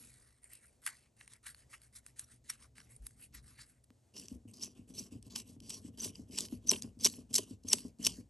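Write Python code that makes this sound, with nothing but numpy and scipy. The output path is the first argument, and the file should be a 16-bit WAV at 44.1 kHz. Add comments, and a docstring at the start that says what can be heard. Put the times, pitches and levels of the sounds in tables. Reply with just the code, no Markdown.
"""A hand drill twirled between the fingers: random stick-slip jolts, shaped by twist, hiss and flex the part.
Chips snap as short bursts of edge noise, bit squeak and part flex. The plastic part is first held in the
air, then pressed on card over a bench, where each push adds a thud of decaying modes.
Filtered noise makes rumble and quiet room hiss; sparse echoes and two close microphone ports finish it."""
import sys
import numpy as np
from scipy import signal
from scipy.fft import rfft, irfft, next_fast_len
from scipy.io import wavfile
from scipy.ndimage import uniform_filter1d

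SR = 44100
rng = np.random.default_rng(int(sys.argv[2]) if len(sys.argv) > 2 else 0)


def log_audio(samples):
    """Write samples as a 16-bit WAV file to the path given in sys.argv[1]."""
    # one column per channel
    frames = np.atleast_2d(samples).T
    # limit to full scale, then quantise
    limited = np.clip(frames, -1, 1)
    pcm = np.round(limited * 32767).astype(np.int16)
    wavfile.write(sys.argv[1], SR, pcm)


N = 365837

# Twists of the fingers: start_s, length_s, peak_hiss_db (nominal), peak_place (0-1 of length),
# brightness_db (hiss above 7 kHz over hiss below, as gains)
TWISTS = [(0, 0.39, -58.5, 0.1, -2), (0.418, 0.066, -63.5, .55, 9), (.493, 0.11, -58, 0.31, 0.5),
          (0.608, 0.16, -65.5, 0.2, 0.5), (0.819, 0.079, -47, 0.79, -4), (0.875, 0.19, -55.5, 0.14, -10.5),
          (1.166, 0.098, -61.5, 0.48, -6.5), (1.272, 0.094, -58.5, 0.56, -7),
          (1.43, 0.095, -52.5, 0.54, -6), (1.544, 0.094, -62, 0.45, -2), (1.695, 0.077, -54.5, 0.55, -5.5),
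          (1.792, 0.085, -64, 0.57, -3), (1.927, 0.062, -53, 0.69, -1), (2.027, 0.083, -65, 0.64, 0),
          (2.161, 0.076, -53, 0.52, -1), (2.256, .11, -60.5, 0.58, -5), (2.441, 0.11, -52.5, 0.67, -6),
          (2.576, 0.084, -58.5, 0.59, -3.5), (2.754, 0.13, -59.5, 0.25, -6.5),
          (2.893, 0.082, -60.5, 0.34, 5), (3.022, 0.13, -64, 0.35, 1), (3.161, 0.094, -57, 0.77, 2),
          (3.326, 0.068, -51, 0.61, -15), (3.427, .14, -60.5, 0.43, -1), (3.572, 0.071, -51.5, 0.58, -13),
          (3.655, .13, -69.5, 0.27, 3), (4.139, 0.12, -53.5, 0.55, 3.5), (4.273, 0.09, -62.5, 0.38, 9),
          (4.479, 0.069, -63.5, 0.02, 19), (4.536, 0.13, -62, 0.17, -1), (4.596, .075, -47.5, 0.56, -2),
          (4.683, 0.049, -67.5, 0.46, -1), (4.75, 0.089, -69.5, 0.3, 6), (4.876, 0.054, -61, 0.42, 11),
          (4.939, 0.13, -49, 0.37, 4.5), (5.11, 0.077, -62, 0.24, 7), (5.227, 0.053, -63.5, 0.73, 5),
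          (5.301, 0.1, -58, 0.07, -8), (5.353, 0.069, -44.5, 0.34, 7.5), (5.444, 0.11, -62, 0.48, 8.5),
          (5.621, .16, -49, 0.73, 0), (5.798, 0.088, -61, 0.73, 5), (5.921, 0.05, -76, 0.46, 7),
          (5.975, 0.059, -51, .4, 2), (6.014, 0.083, -40.5, 0.37, 6.5), (6.124, 0.11, -63.5, 0.47, 4),
          (6.272, 0.032, -69.5, 0.57, 8), (6.31, 0.15, -43.5, 0.6, -.5), (6.489, .085, -57.5, 0.47, 6),
          (6.61, 0.054, -70, 0.7, 2.5), (6.672, 0.12, -41.5, 0.34, 12.5), (6.815, 0.082, -58, .2, 3),
          (6.998, 0.1, -42.5, 0.58, 0), (7.081, .14, -54.5, 0.33, 4.5), (7.294, 0.029, -57, 0.6, 10),
          (7.33, .11, -41, 0.28, 3), (7.457, 0.091, -61.5, 0.48, 4.5), (7.65, 0.086, -42.5, 0.98, 7),
          (7.739, .15, -50, 0.12, 4), (7.992, 0.074, -40.5, 0.91, 9), (8.08, 0.13, -49, 0.13, 3.5)]
# Cutting edge, part in the air / on card: pitch_hz, relative_level_db
EDGE_AIR = [(600, -36), (2500, -19), (3800, -4.5), (4700, -2.5), (5600, -4), (6500, -3), (7500, -0.5),
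            (9200, 7.5), (11300, 7.5), (12000, -55), (13000, -14)]
EDGE_BENCH = [(500, -53.5), (2500, -27), (3600, -20), (4600, -9.5), (5800, -6.5), (6900, -13), (7900, -9.5),
              (9200, -15.5), (10200, -6), (11350, -12), (12000, -29), (13000, -44.5)]
# Resonances of the part, in the air / on card: pitch_hz, width_hz, relative_level_db
PART_AIR = [(1440, 1300, -6.5), (1970, 1230, 6.5), (2580, 490, -10.5)]
PART_BENCH = [(1064, 350, -8), (2400, 1670, -7), (2903, 820, 7)]
# Thin modes of the bit: pitch_hz, width_hz, relative_level_db
BIT_MODES = [(4910, 79, -1.5), (5900, 330, 8), (6150, 460, -4)]
# Low shaking under the pushes: time_s, bench_top_db, rumble_db
SHAKE = [(0, -69.5, -66.5), (.35, -91, -74), (2, -85.5, -69.5), (2.4, -79, -69), (3.4, -73, -63.5),
         (4.1, -90, -75), (4.3, -85, -72), (5.9, -74.5, -67), (7, -68.5, -68), (7.3, -71.5, -72.5),
         (8.3, -74, -78.5)]
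# Pushes into the bench: start_s, level_db (before mode levels), upper_modes_db (added to level_db)
PUSHES = [(3.903, -53.5, -9), (4.315, -38.5, -35), (4.355, -42, -26), (4.453, -44.5, -23), (4.76, -61, -23),
          (4.792, -45.5, -38), (4.902, -44.5, -11), (4.998, -44.5, -13), (5.121, -42, -32),
          (5.152, -42, -37), (5.266, -47, -9), (5.334, -49.5, -3), (5.495, -43.5, -22), (5.565, -45.5, -19),
          (5.612, -50, -27), (5.71, -63, 1), (5.738, -60, 7.5), (5.778, -61.5, 10.5), (5.848, -39, -28),
          (5.885, -44, -25), (6.056, -43, 4), (6.161, -61, -25), (6.194, -37.5, -39), (6.299, -47, -14),
          (6.386, -55, 7.5), (6.437, -55.5, 10), (6.525, -30.5, -38), (6.65, -45.5, -13), (6.72, -37, 8),
          (6.745, -53, 14), (6.844, -38, -9), (6.97, -49.5, -40), (6.997, -48.5, -17), (7.056, -39.5, 9.5),
          (7.183, -42, -3.5), (7.309, -43.5, -12), (7.388, -43, 13), (7.509, -39.5, -34),
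          (7.648, -42.5, -6.5), (7.735, -42, 9.5), (7.85, -34.5, -11.5), (7.996, -39.5, -15),
          (8.062, -35, -4.5), (8.185, -39.5, -25)]
# Modes of the bench top, lowest first: pitch_hz, level_db (added to the push), t60_s
BENCH_MODES = [(253.3, 10.5, 0.044), (391, 9, 0.029), (607, -3.5, 0.04), (1021, -8.5, 0.026)]
# Deep bumps of the hands: start_s, level_db, pitch_hz
BUMPS = [(2.989, -43.5, 49), (3.34, -53.5, 60), (4.311, -50, 60.5)]
# Room hiss spectrum: pitch_hz, relative_level_db
ROOM = [(18, -40), (30, -10), (118, -8.5), (234, -20), (646, -24.5), (1220, -37), (4120, -36.5),
        (7570, -33), (11400, -34.5), (12900, -67.5), (16800, -91), (22000, -120)]
# Loudest chips snapping: peak_s, level_db (before the crack/squeak split), squeak_hz,
# flex_db (added to level_db), length_ms (before SNAP_RISE, SNAP_FALL), squeak_share (0-1, nominal)
SNAPS = [(0.4342, -56, 9150, -34, 1.3, .72), (0.4432, -46, 9050, -36, 1.1, 0.87),
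         (0.535, -46, 11900, -24, 1.6, 0.65), (.553, -50, 8720, -27, 1.68, .33),
         (0.865, -27, 10830, -10.5, 1.4, .69), (0.875, -35.5, 7100, -1.5, 3.5, 0.49),
         (0.8894, -45, 7390, 1.5, 1.4, 0.3), (1.2114, -60, 3870, 12, 1.9, 0.8),
         (1.278, -49, 4160, -4, 0.67, 0.1), (1.336, -48, 7300, -14, 1.1, 0.42),
         (1.4677, -41, 6830, -6, 4.1, .27), (1.547, -46.5, 4400, -7, 0.67, 0.77),
         (1.74, -56.5, 4010, 3, 17, .28), (1.818, -52, 8150, -10, .9, 0.6),
         (2.0646, -41, 9450, -15, 1, 0.8), (2.195, -34, 8700, -18.5, 1.7, 0.48),
         (2.2438, -52.5, 5670, -25, 2.4, .65), (2.501, -30.5, 5600, -11.5, 3.4, .55),
         (2.782, -50.5, 5600, 4, 0.64, 0.2), (2.8032, -52, 5600, -0.5, 1.3, 0.8),
         (2.9648, -48, 9060, -36, 1.4, 0.88), (3.0676, -38, 9100, -15.5, 1.44, 0.4),
         (3.214, -54, 9000, -21, 2, 0.6), (3.108, -69, 4200, 2, 1.5, .3),
         (3.35, -47.5, 11470, -7.5, 6.7, 0.57), (3.593, -57.5, 10800, 1.5, 8.4, 0.8),
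         (3.842, -61, 10660, -19, 2.6, .36), (4.1682, -48.5, 5250, -8, 7.8, 0.6),
         (4.18, -47, 5500, -24, 3.7, 0.7), (4.187, -44.5, 5660, -24, 2, .88),
         (4.198, -46, 5500, -12, 2, 0.6), (4.2577, -51, 6200, -27, 0.83, .78),
         (4.2842, -41, 5840, -5, 0.38, 0.8), (4.514, -51, 8300, -20, 0.39, 0.95),
         (4.5397, -52, 5790, -26, 2.3, .46), (4.627, -38.5, 5430, -28, 5.7, .77),
         (4.636, -30.5, 5900, -31, 0.9, 1), (4.9832, -42, 5290, -17, 3.5, .85),
         (4.99, -38, 5570, -26, 2.7, .88), (4.9955, -38, 5940, -39, 3.3, 0.68),
         (5.2274, -50.5, 8400, -12, 0.96, 0.68), (5.3605, -32.5, 5250, -5.5, 2.8, 0.59),
         (5.39, -47, 10920, -30, 3.5, .24), (5.4011, -46, 6600, -10.5, 4.4, .31),
         (5.6038, -50.5, 6010, -7, 0.94, .36), (5.6958, -38.5, 8530, -18, 1, .77),
         (5.704, -37.5, 7800, -11.5, 4.4, 0.5), (5.734, -45.5, 6050, -11, 1.1, 0.9),
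         (5.7464, -63, 6100, -21, 1.3, 0.6), (6.0024, -37, 6500, -16, 1.1, 0.87),
         (6.008, -33, 6070, -28, 1.7, 0.93), (6.0344, -37, 5750, -13, 2.5, 0.95),
         (6.0465, -34, 6260, -12, 4.3, 0.52), (6.057, -46, 8160, -16, .9, .46),
         (6.1562, -43.5, 4900, -12.5, 1.1, 0.87), (6.3798, -34.5, 5530, -8.5, 4, 0.7),
         (6.387, -24.5, 7800, -8, 0.95, .73), (6.4072, -25.5, 7860, -37, 0.27, 0.76),
         (6.453, -41.5, 5500, -5.5, 1, 0.8), (6.4853, -53.5, 5040, 4, 0.93, 0.6),
         (6.6743, -42.5, 6060, -34.5, 5, 0.55), (6.6852, -31, 6150, -38, 1.5, 0.88),
         (6.6944, -12.5, 6000, -43.5, 1.27, 0.94), (6.7037, -21, 5480, -28, 1.6, .88),
         (6.712, -22, 7950, -12, 0.7, 0.8), (6.7155, -20.5, 6050, -4, 0.49, 0.26),
         (6.7347, -38.5, 5240, 3.5, 4.5, 0.52), (6.7608, -49, 10960, 5.5, 2.8, 0.3),
         (6.823, -30.5, 6430, -22, 0.61, 0.55), (6.834, -44.5, 4940, -22, 1.1, 0.9),
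         (6.9911, -56, 8420, -22, 1.2, .66), (7.0106, -40, 6170, -22.5, 1.9, .84),
         (7.038, -35.5, 6070, -21, 5.8, 0.4), (7.047, -14, 5460, -22, 0.73, 0.65),
         (7.0519, -17.5, 5760, -16, 2.9, 0.59), (7.057, -13.5, 5700, -13, 0.26, 0.9),
         (7.06, -19.5, 6060, -26.5, 1.2, .43), (7.0642, -26, 4650, -6, 4.1, .34),
         (7.0717, -24, 6370, -11, 1.1, 0.73), (7.139, -50, 8030, 11.5, 0.39, .29),
         (7.3431, -22.5, 7540, -41.5, 2.4, 0.58), (7.3542, -22.5, 5880, -39, 2.1, 0.3),
         (7.361, -23, 7500, -45, 6, .46), (7.3835, -23.5, 5250, -11, 3.1, 0.48),
         (7.6372, -60.5, 8000, -15, 2.5, .36), (7.6872, -31.5, 6360, -44, 2.6, .68),
         (7.702, -33.5, 5770, -36.5, 3.1, 0.9), (7.719, -32, 5440, -12.5, 3.6, 0.92),
         (7.7319, -15.5, 5120, -18, 2.3, 0.48), (7.734, -27.5, 5640, 2.5, 1, .34),
         (7.785, -45.5, 5100, 0, 1.4, 0.48), (7.9873, -62, 8230, -16.5, 1.1, .52),
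         (8.0295, -40, 6140, -26, 1.04, 1), (8.0427, -37.5, 5420, -28, 3, 0.7),
         (8.05, -25.5, 5640, -16, 2, 0.54), (8.0593, -29, 5490, -18, 3.2, .68),
         (8.0672, -16, 6000, -8, 0.73, 0.7), (8.0708, -22.5, 5470, -12, 2.2, 0.57)]
# Phase between ports: pitch_hz, left_lead_rad
LEAD = [(0, 0), (1550, -.2), (3190, .5), (4740, .6), (7150, -.1), (7920, .6), (8790, -.2), (9300, -1.7),
        (10400, -3.4), (11800, -6.2), (12600, -6.4)]
# Level between ports: pitch_hz, left_minus_right_db
TILT = [(200, 1.5), (450, 0), (700, 2), (1000, 5.5), (1300, 5), (1650, 0), (11500, 0), (12700, -3)]

UPRIGHT_S = 3.88  # pose changes from air to card
SWELL_DB, FADE_DB = 26.5, 21.5  # per twist length, up to and down from the peak
START_S, STOP_S, SILENT_DB = 0.0027, 0.039, -21.5  # edge bites and lets go
CRACKLE_DB = -13.5  # small random chips, re the dense slips
CHATTER_DB = -13
FLEX_AIR_DB, FLEX_BENCH_DB, FLEX_LAW = -20, -20, 0.84  # flex gain; power law on hiss gain
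TWIST_TOP_DB, TWIST_RUMBLE_DB, TWIST_LAW = -36.5, -54.5, 0.41  # shake gains; power law on hiss gain
HAND_SHARE = 0.063  # twist shake gain while held in the air
CREAK_DB, CREAK_LAW = -41.5, 1.1  # creak gain; power law on twist shake
AFTER_TOP_DB, AFTER_RUMBLE_DB, AFTER_T60_S = -12, -10, 0.17  # shaking after each push
BUMP_RISE_S = 0.039
ROOM_DB, ROOM_WANDER_DB = -78, 1.5
ECHO_DB, ECHO_T60_S = -19, 0.08
SNAP_RISE, SNAP_FALL = 0.79, 0.94  # multiples of length_ms
TAP_S, TAP_PEAK_DB, TAP_DECAY_S = 3.9045, -46, 0.00012
BAND_LIMIT_HZ = 13000


def amp(db):
    """Decibels to gain."""
    return 10 ** (np.asarray(db) / 20)


def evened(x):
    """Scales to rms 1."""
    return x / np.sqrt(np.mean(x ** 2) + 1e-20)


def smoothed(x, size, axis=-1):
    """Two passes of a moving average."""
    return uniform_filter1d(uniform_filter1d(x, size, axis=axis), size, axis=axis)


def upright():
    """True at the samples where the part is on the card."""
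    return np.arange(N) > UPRIGHT_S * SR


def read(points, hz):
    """Interpolates a spectrum on a log-frequency axis."""
    f, value = np.transpose(points)
    return np.interp(np.log(hz + 1), np.log(f + 1), value)


def add(mix, s, sound):
    """Adds a sound into the mix at a time in seconds."""
    part = mix[round(s * SR):][:len(sound)]
    part += sound[:len(part)]


def convolved(x, taps):
    """Filters x, cut to the scene length."""
    return signal.oaconvolve(x, taps)[:N]


def causal(points, size=1024):
    """Minimum-phase impulse response with the given spectrum, energy 1."""
    log_gain = np.log(amp(read(points, abs(np.fft.fftfreq(size, 1 / SR)))))
    spectrum = np.exp(np.conj(signal.hilbert(log_gain)))
    taps = np.fft.ifft(spectrum).real[:size // 2]
    return taps / np.linalg.norm(taps)


def modes(rows, size=1024):
    """Impulse response of soft-starting resonances, energy 1."""
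    t = np.arange(size) / SR
    taps = np.zeros(size)
    for hz, width, db in rows:
        envelope = width ** 1.25 * t * np.exp(-np.pi * width * t)
        taps += amp(db) * envelope * np.sin(2 * np.pi * hz * t)
    return taps / np.linalg.norm(taps)


def thin(taps):
    """Held in the air, a part this small radiates little bass."""
    return signal.sosfilt(signal.butter(4, 950, "high", fs=SR, output="sos"), taps)


def posed(x, air, bench):
    """Passes jolts through the body of the pose that holds at each moment."""
    return convolved(x * ~upright(), air) + convolved(x * upright(), bench)


def slips(per_s, spread_db, clump_db):
    """Stick-slip: a random train of tiny jolts that comes in clumps, rms 1."""
    size = amp(spread_db * np.minimum(rng.exponential(1, N), 4))
    size *= rng.random(N) < per_s / SR
    clumps = evened(smoothed(rng.standard_normal(N), 150))
    return evened(size * rng.choice([-1., 1.], N) * amp(clump_db * clumps))


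def drifting(x, patchy_db):
    """The colour wanders in patches as the contact between edge and plastic changes."""
    z = signal.stft(x, nperseg=256)[2]
    patches = rng.standard_normal(z.shape)
    patches = uniform_filter1d(patches, size=4, axis=0)
    patches = evened(uniform_filter1d(patches, size=24, axis=1))
    return signal.istft(z * amp(patchy_db * patches), nperseg=256)[1][:N]


def twists():
    """Each twist swells and fades: power of the lower half and of the top of its hiss."""
    dull, bright = np.zeros((2, N))
    for s, length, db, place, bright_db in TWISTS:
        t = np.arange(-min(s, START_S), length + STOP_S, 1 / SR)
        late = t - place * length
        slope_db = np.maximum(-SWELL_DB * late, FADE_DB * late) / length
        ends = np.clip(np.maximum(-t / START_S, (t - length) / STOP_S), 0, 1)
        power = amp(db - slope_db + SILENT_DB * ends) ** 2
        top = 1 / (1 + amp(-bright_db) ** 2)
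        add(dull, s + t[0], 2 * power * (1 - top))
        add(bright, s + t[0], 2 * power * top)
    return dull, bright


def bit_chatter(dull):
    """Pressed upright, the bit rings now and then as the edge chatters."""
    jolts = upright() * np.sqrt(dull) * slips(3000, 2, 4)
    return convolved(jolts, modes(BIT_MODES, size=2048))


def part_flex(shared, dull, bright):
    """Edge slips and slips of its own excite the resonances of the part."""
    gain = amp(np.where(upright(), FLEX_BENCH_DB, FLEX_AIR_DB))
    gain = gain * ((dull + bright) / 2) ** (FLEX_LAW / 2)
    jolts = gain * (.4 * shared + .9 * slips(6000, 3, 2.5))
    return drifting(posed(jolts, thin(modes(PART_AIR)), modes(PART_BENCH)), patchy_db=3)


def scrape():
    """Slips hiss at the cutting edge and flex the part; separate slips ring the bit."""
    dull, bright = twists()
    shared = slips(9000, 4.0, 1.9) + amp(CRACKLE_DB) * slips(200, 3.6, 3.1)
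    hiss = posed(shared, causal(EDGE_AIR), causal(EDGE_BENCH))
    low = signal.sosfiltfilt(signal.butter(3, 7000, fs=SR, output="sos"), hiss)
    edge = np.sqrt(dull) * low + np.sqrt(bright) * (hiss - low)
    return edge + amp(CHATTER_DB) * bit_chatter(dull) + part_flex(shared, dull, bright)


def bench_modes():
    """Decaying sines of the bench top: the lowest, and the sum of the rest."""
    t = np.arange(6000) / SR
    low, *upper = [amp(db - 60 * t / t60) * np.sin(2 * np.pi * hz * t) for hz, db, t60 in BENCH_MODES]
    return low, sum(upper)


def pushes(low, upper):
    """Each push strikes the bench modes; also returns the gain of the shaking that follows."""
    t = np.arange(6000) / SR
    thuds, after = np.zeros((2, N))
    for s, db, upper_db in PUSHES:
        add(thuds, s, amp(db) * (low + amp(upper_db) * upper) * (1 - np.exp(-t / 0.005)))
        add(after, s, amp(db - 60 * t / AFTER_T60_S) * np.sin(np.pi * t / t[-1]) ** 0.24)
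    return thuds, after


def hand_bumps():
    """Deep sines under a smooth rise and fall."""
    out, t = np.zeros(N), np.arange(6000) / SR
    for s, db, hz in BUMPS:
        envelope = (t / BUMP_RISE_S) ** 2 * np.exp(2 - 2 * t / BUMP_RISE_S)
        taper = np.cos(np.pi * t / t[-1] / 2)
        add(out, s, amp(db) * envelope * taper * np.sin(2 * np.pi * hz * t))
    return out


def rumble(gain):
    """Noise through deep resonances, one pair for each pose."""
    air = modes([(61.0, 35, -6.5), (118.5, 33, -8)], size=8192)
    board = modes([(58.3, 5.3, -12.5), (100.6, 51, 0.5)], size=8192)
    return posed(gain * rng.standard_normal(N), air, board)


def bench():
    """Uneven pressure and twists shake and creak the bench top; pushes thud and leave it shaking."""
    low, upper = bench_modes()
    thuds, after = pushes(low, upper)
    s, *columns = np.transpose(SHAKE)
    top, deep = [amp(np.interp(np.arange(N) / SR, s, db)) for db in columns]
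    twist = np.where(upright(), 1, HAND_SHARE) * (sum(twists()) / 2) ** (TWIST_LAW / 2)
    body = modes([(240, 130, 0), (390, 150, -13)], size=4096)
    shake = evened(convolved(slips(1500, 1.5, 1.5), body))
    creak = evened(convolved(slips(170, 3.4, 2.8), upper))
    out = thuds + hand_bumps()
    out += (top + amp(AFTER_TOP_DB) * after + amp(TWIST_TOP_DB) * twist) * shake
    out += amp(CREAK_DB) * twist ** CREAK_LAW * creak
    out += rumble(deep + amp(AFTER_RUMBLE_DB) * after + amp(TWIST_RUMBLE_DB) * twist)
    return signal.sosfilt(signal.butter(2, 35, "high", fs=SR, output="sos"), out)


def room_tone():
    """Soft, slowly wavering noise above 200 Hz; the ports share most of its treble."""
    hz = np.fft.rfftfreq(N, 1 / SR)
    shared, left, right, drift = rng.standard_normal((4, N))
    own = rfft(np.array([left, right])) * 1.1 / (1 + (hz / 1500) ** 2)
    tone = irfft((rfft(shared) + own) * amp(read(ROOM, hz)) * (hz > 200), N)
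    level_db = ROOM_DB + ROOM_WANDER_DB * evened(smoothed(drift, 3000))
    return amp(level_db) * evened(tone)


def reflections(x):
    """Sparse taps of random sign that die quickly, about half of them flipped at the right port."""
    taps = np.zeros(8000)
    at = np.arange(60, 7980, 20) + rng.integers(0, 20, 396)
    taps[at] = rng.choice([-1., 1.], len(at))
    taps *= amp(-60 * np.arange(8000) / SR / ECHO_T60_S)
    pair = np.array([taps, taps * rng.choice([-1., 1.], len(taps))])
    return amp(ECHO_DB) * signal.oaconvolve(x[None], pair / np.linalg.norm(taps), axes=1)[:, :N]


def snaps():
    """A chip tears off in a short burst of jolts: the edge cracks, the bit squeaks, the part flexes."""
    crack, flex, squeak = np.zeros((3, N))
    t = (np.arange(1200) - 500) / SR
    for s, db, hz, flex_db, length_ms, share in SNAPS:
        chance = rng.standard_normal(1200)
        tone = np.clip((share - .45) / 0.49, 0, 1)
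        side_ms = max(length_ms, .3) * np.where(t < 0, SNAP_RISE, SNAP_FALL)
        # about 8 dB down after the rise or fall time
        swell = amp(db - 7.57 * abs(1000 * t / side_ms) ** 0.92)
        jolts = chance * abs(chance) ** 0.76 + 8.0 * (t == 0)  # spiky, one hard break at the peak
        add(crack, s + t[0], .6 * np.sqrt(1 - tone) * swell * jolts)
        add(flex, s + t[0], amp(flex_db) * swell * chance)
        add(squeak, s + t[0], np.sqrt(2 * tone) * swell * np.sin(2 * np.pi * hz * t + chance[0]))
    cracks = posed(crack, causal(EDGE_AIR), causal(EDGE_BENCH))
    return squeak + cracks + posed(flex, thin(modes(PART_AIR)), modes(PART_BENCH))


def tap():
    """One step-like tick, wide in pitch: a sudden jump with a fast exponential decay."""
    out, t = np.zeros(N), np.arange(200) / SR
    add(out, TAP_S, amp(TAP_PEAK_DB) * np.exp(-t / TAP_DECAY_S))
    return out


def scene():
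    """Drill, bench and room; the bench sounds from a wide area and stirs more echo."""
    drill = drifting(scrape(), patchy_db=3.0) + snaps() + tap()
    low = bench()
    return drill + low + reflections(drill + 2 * low) + room_tone()


def record(dry):
    """The ports differ in level and phase, out of step near 10 kHz; then the band limit."""
    size = next_fast_len(N + 4096)
    hz = np.fft.rfftfreq(size, 1 / SR)
    half = amp(read(TILT, hz) / 2)
    lead = np.exp(1j * np.interp(hz, *np.transpose(LEAD)))
    ports = np.array([half * lead, 1 / half])
    wet = irfft(rfft(dry, size) * ports, size)[:, :N]
    low_pass = signal.firwin(255, BAND_LIMIT_HZ, window=("kaiser", 7), fs=SR)
    return signal.oaconvolve(wet, low_pass[None], "same")


dry = scene()
out = record(dry)
log_audio(out)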